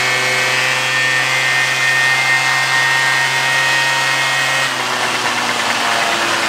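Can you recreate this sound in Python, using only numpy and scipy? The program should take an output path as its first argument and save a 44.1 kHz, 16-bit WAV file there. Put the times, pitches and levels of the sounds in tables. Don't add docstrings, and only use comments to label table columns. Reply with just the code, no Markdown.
import sys
import numpy as np
from scipy import signal
from scipy.io import wavfile
from scipy.ndimage import uniform_filter1d, map_coordinates

SR = 44100
rng = np.random.default_rng(int(sys.argv[2]) if len(sys.argv) > 2 else 0)


def bounce(signal):
    frames = np.transpose(np.atleast_2d(signal))
    limited = np.clip(frames, -1, 1)
    pcm = np.round(limited * 32767).astype(np.int16)
    wavfile.write(sys.argv[1], SR, pcm)


N = 285768
T = np.arange(0, N + 32, 32) / SR
SHUT_S, SHUT_TIME_S = 4.675, 0.018

# t/s, relative level/dB, lean toward the upper pipe mode/dB
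LONE_FIRINGS = [(4.7975, -15, 2.5), (4.9232, -13, -2.5), (5.0305, -11, 0), (5.1452, -11, 1.5),
                (5.257, -10, -1.5), (5.3034, -15, -1.5), (5.3767, -10, 1.5), (5.4919, -10, 1.5),
                (5.5962, -10, .5), (5.7019, -10, .5), (5.7543, -16, -3.5), (5.8032, -12, 0),
                (5.8494, -16, -1.5), (5.9135, -12, 0), (5.9534, -15, -2.5), (6.0162, -11, 3.5),
                (6.1225, -11, 2.5), (6.2183, -12, -2.5), (6.332, -11, 1.5), (6.4308, -10, 2.5)]


def firing(hz, turns, spread_turns=0.4, treble_db=-45.0, slope_db=-0.1239, throb_db=7.0, ring_order=14):
    # base level/dB early in the pull, late in the pull, coasting
    harmonics = [(-33.5, -34.5, -38.5), (-41.5, -42, -38), (-40, -44, -42.5), (-30, -29.5, -38),
                 (-36.5, -39, -41.5), (-40.5, -44, -37), (-36.5, -34.5, -41.5), (-38.5, -36, -36),
                 (-34, -42.5, -34), (-54, -31, -39), (-45, -35, -39), (-34, -35, -43), (-48, -36, -39.5),
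                 (-23, -24, -59), (-26, -31, -50), (-28, -28, -44), (-29.5, -39, -42), (-29, -44.5, -48),
                 (-26.5, -27.5, -48), (-28.5, -34.5, -47), (-34.5, -37.5, -48), (-38, -36, -38),
                 (-38, -34.5, -50), (-36.5, -34, -45), (-55.5, -39, -56), (-41.5, -44, -40)]
    # f/Hz, half width/Hz, gain/dB
    waves_loaded = [(263.5, 3.5, -12), (384.5, 2.5, 6), (395, 1.5, -6), (528, 7, -13), (648, 5, -12),
                    (660, 4, -8), (769, 5, 6), (790, 2.5, 8), (929, 8, 8), (1053, 6, 4), (1064, 3, -8),
                    (1188, 6, 6), (1536, 5, 5), (1556, 4, -8), (1586, 6, 6), (1940, 6, -4), (2005, 10, -5),
                    (2046, 5, -6), (2087, 5, 6), (2107, 10, 6), (2175, 10, 8), (2236, 4, -5), (2430, 8, -9),
                    (2512, 11, -8), (2607, 8, -5), (2686, 8, -6), (2713, 8, 7), (3025, 18, -11),
                    (3110, 6, -9), (3170, 15, -7), (3370, 15, 8), (3690, 20, 8), (3870, 10, 6),
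                    (3970, 20, 8), (4225, 15, 7), (4275, 15, 8), (4352, 20, 9), (4540, 20, 7),
                    (4600, 20, 8), (4910, 45, 8), (5020, 25, 9), (5150, 15, 6)]
    # f/Hz, half width/Hz, gain/dB
    waves_coasting = [(110, 9, -13), (240, 5, 6), (339, 5, 13), (376, 6, 7), (570, 12, 9), (692, 8, 12),
                      (715, 6, 11), (808, 7, 15)]
    coast = stages(0, 0, 0.84)
    out = np.zeros(N)
    for k in range(1, 69):
        depth = min(k / 4, 1)
        flutter_db = wander(30) * depth * (1.3 + 2 * coast) - coast
        if k <= len(harmonics):
            db = stages(*harmonics[k - 1]) + 1.66 * depth * wander(3.86)
        else:
            db = treble_db + slope_db * (k - len(harmonics)) - 15.0 * coast + 2.0 * wander(4)
        db += (1 - coast) * standing_waves(waves_loaded, k * hz)
        db += coast * standing_waves(waves_coasting, k * hz)
        if k == ring_order:
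            db = (1 - coast) * (pipe_ringing() + 0.75 * wander(7.8)) + coast * db
            flutter_db *= .5
        if k == 1:
            flutter_db = throb_db * coast * (throb() - .3)
        out += tone(k * turns + spread_turns * rng.standard_normal(), db + flutter_db)
    return out


def crank():
    # t/s, crank speed/Hz
    speed = [(0.0, 127.95), (0.35, 127.95), (0.7, 129.0), (1.2, 129.9), (1.45, 130.6), (1.75, 130.5),
             (2.2, 131.6), (2.3, 131.35), (2.5, 131.9), (2.7, 131.9), (2.82, 132.35), (3.15, 132.45),
             (3.55, 133.25), (3.7, 133.1), (4.45, 134.15), (4.66, 133.8), (4.8, 127.0), (4.9, 124.7),
             (5.4, 121.4), (6.0, 115.7), (6.48, 112.2)]
    uneven = stages(.0003, .0003, .003) * wander(25)
    return np.interp(T, *np.transpose(speed)) * (1 + uneven)


def pipe_ringing(rest_db=-28, edge_s=0.039):
    # start/s, length/s, level/dB
    spells = [(.1, .07, -24), (.45, .47, -24.5), (.92, .31, -18.5), (1.34, .04, -22), (1.43, .22, -18),
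              (1.7, .04, -19), (1.82, .33, -15.5), (2.28, .1, -14.5), (2.44, .21, -19.5),
              (2.72, .54, -17.5), (3.33, .07, -20), (3.44, .52, -19), (3.96, .5, -21), (4.5, .2, -20)]
    start, length, db = np.transpose(spells)[:, :, None]
    caught = np.clip(np.minimum(T - start, start + length - T) / edge_s + .5, 0, 1)
    return rest_db + ((db - rest_db) * caught).max(0)


def standing_waves(waves, hz):
    return sum(db * np.exp(-((hz - centre_hz) / width) ** 2) for centre_hz, width, db in waves)


def pops(gain_db=1.5, hiss_db=19.0, turn_s=.0085):
    # f/Hz, level/dB, t60/s, share of the lean
    modes = [(1030, -8, .03, 0), (1500, -6, .025, 0), (1800, 0, .035, -1), (2050, -1, .035, 1),
             (2700, -7, .045, 0), (3200, -9, .03, 0), (4600, -12, .02, 0)]
    t = np.arange(4000) / SR
    ragged = rng.standard_normal((len(LONE_FIRINGS), len(t)))
    detunes = 1 + .015 * rng.standard_normal((len(LONE_FIRINGS), len(modes)))
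    spikes = 6 * np.exp(-(t % turn_s) / .0001)
    envelope = np.exp(-t / .004) + .7 * np.exp(-abs(t - turn_s) / .003)
    out = np.zeros(N + len(t))
    for (start_s, db, lean_db), noise, detune in zip(LONE_FIRINGS, ragged, detunes):
        blast = (.5 * noise + spikes) * envelope
        ring = sum(amp(mode_db + share * lean_db - 60 * t / t60) * np.sin(2 * np.pi * hz * shift * t)
                   for (hz, mode_db, t60, share), shift in zip(modes, detune))
        hiss = amp(hiss_db) * np.gradient(uniform_filter1d(blast, 5))
        pop = signal.fftconvolve(blast, ring)[:len(t)] + hiss
        pop = signal.lfilter(*signal.butter(2, 500, "high", fs=SR), pop)
        at = round(start_s * SR)
        out[at:at + len(t)] += amp(db + gain_db) * pop / np.linalg.norm(pop[:900]) * 10
    return out[:N]


def throb(fade_s=0.039, lead_s=0.022):
    start_s, db, _ = np.transpose(LONE_FIRINGS)
    since = T - start_s[:, None] + lead_s
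    kicks = amp(db - db.max())[:, None] * np.exp(-np.maximum(since, 0) / fade_s) * (since > 0)
    return uniform_filter1d(kicks.max(0), size=28)


def roar(turns, patchy_db=1.0, puff_depth=0.11, gain_db=5.5, ease_s=0.24):
    # f/Hz, relative level/dB under load, relative level/dB coasting
    colour = [(30, -24, -38), (63, -57, -64), (106, -15, -2.5), (208, -17.5, -7.5), (295, -11, -5.5),
              (440, -13, -5.5), (730, -3.5, 2), (1090, -2, 3.5), (1950, -2.5, -2.5), (2280, -4, -4),
              (3000, -5, -1), (3530, -8.5, -6), (4580, -8.5, -7), (8900, -18, -16.5), (9930, -24, -22),
              (13400, -27, -32.5), (15700, -34, -34)]
    # t/s, relative level/dB
    ride = [(0.0, -25.5), (0.67, -25), (0.96, -28.5), (1.4, -26.5), (4.66, -25), (4.75, -27), (5.29, -25),
            (5.43, -25.5), (6.01, -25), (6.48, -24.5)]
    frames, hz = N // 256 + 5, np.fft.rfftfreq(1024, 1 / SR)
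    real, imag, patches, flicker = rng.standard_normal((frames, 513, 4)).T
    patches = unit_rms(uniform_filter1d(uniform_filter1d(patches, 14, axis=0), 16, axis=1))
    flicker = unit_rms(uniform_filter1d(uniform_filter1d(flicker, 120, axis=0), 3, axis=1))
    colour_hz, *curves = np.transpose(colour)
    load_db, coast_db = (np.interp(np.log(hz + 1), np.log(colour_hz), db)[:, None] for db in curves)
    blend = 0.67 * np.clip((np.arange(frames) * 256 / SR - SHUT_S) / ease_s, 0, 1)
    colour_db = load_db + (coast_db - load_db) * blend
    spectrum = (real + 1j * imag) * amp(colour_db + patchy_db * patches + 0.49 * flicker)
    noise = unit_rms(signal.istft(spectrum, nperseg=1024, noverlap=768)[1][:N])
    puffs = 1 + puff_depth * np.cos(2 * np.pi * turns)
    puff_db = np.interp(turns, np.arange(1000), rng.standard_normal(1000))
    puff_db *= per_sample(stages(0.69, 1.0, 0.5))
    lift_db = (throb() - .3) * stages(0, 0, 0.4)
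    level_db = np.interp(T, *np.transpose(ride)) + gain_db + lift_db
    return noise * puffs * amp(per_sample(level_db) + puff_db)


def drivetrain(hz):
    # ratio to the crank early, late, coasting; level/dB under load, coasting
    whines = [(1.83, 1.83, 1.83, -50, -48), (2.33, 2.33, 2.43, -46, -43), (2.78, 2.8, 2.65, -49, -46),
              (3.8, 3.83, 3.83, -44, -55), (4.65, 4.67, 4.65, -46, -43), (5.58, 5.6, 5.3, -35, -42),
              (9.3, 9.18, 9.3, -41, -50), (14.4, 14.43, 14.53, -44, -34), (24.2, 24.28, 22.15, -39, -40),
              (25.2, 25.28, 25.6, -38, -43), (26.2, 26.28, 26.65, -38, -46)]
    out = np.zeros(N)
    for early, late, coasting, load_db, coast_db in whines:
        ratio = stages(early, late, coasting) * (1 + stages(.0007, .0007, .003) * wander(20))
        waver_db = 2.5 * wander(9) + stages(1, 1, 2.5) * wander(40)
        cycles = np.cumsum(per_sample(ratio * hz)) / SR + rng.random()
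        out += tone(cycles, stages(load_db, load_db, coast_db) + waver_db)
    return out


def workshop(x, t60_s=0.19):
    at = np.arange(400, SR // 2, 20)
    taps = np.zeros(SR // 2 + 20)
    decay = amp(-60 * at / SR / t60_s)
    taps[at + rng.integers(0, 20, len(at))] = rng.choice([-1., 1.], len(at)) * decay
    return signal.fftconvolve(x, taps / np.linalg.norm(taps))[:N]


def stages(early, late, coasting):
    shut = np.clip((T - SHUT_S) / SHUT_TIME_S + .5, 0, 1)
    pulling = early + (late - early) * np.clip((T - .7) / 3.2, 0, 1)
    return pulling + (coasting - pulling) * shut


def wander(per_s):
    return map_coordinates(rng.standard_normal(400), [T * per_s + 5], order=2, prefilter=False) * 1.35


def tone(cycles, db):
    return per_sample(np.sqrt(2) * amp(db)) * np.cos(2 * np.pi * cycles)


def per_sample(control):
    return np.interp(np.arange(N) / SR, T, control)


def amp(db):
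    return 10 ** (np.asarray(db) / 20)


def unit_rms(x):
    return x / np.sqrt(np.mean(x ** 2) + 1e-20)


def scene():
    hz = crank()
    turns = np.cumsum(per_sample(hz)) / SR
    popping = pops()
    mono = firing(hz, turns) + drivetrain(hz) + roar(turns) + popping + amp(-4.5) * workshop(popping)
    return np.array([mono, mono])


def record(dry):
    low_pass = signal.firwin(2047, 15750, window=("kaiser", 10), fs=SR)
    return signal.oaconvolve(dry, low_pass[None], "same")


dry = scene()
out = record(dry)
bounce(out)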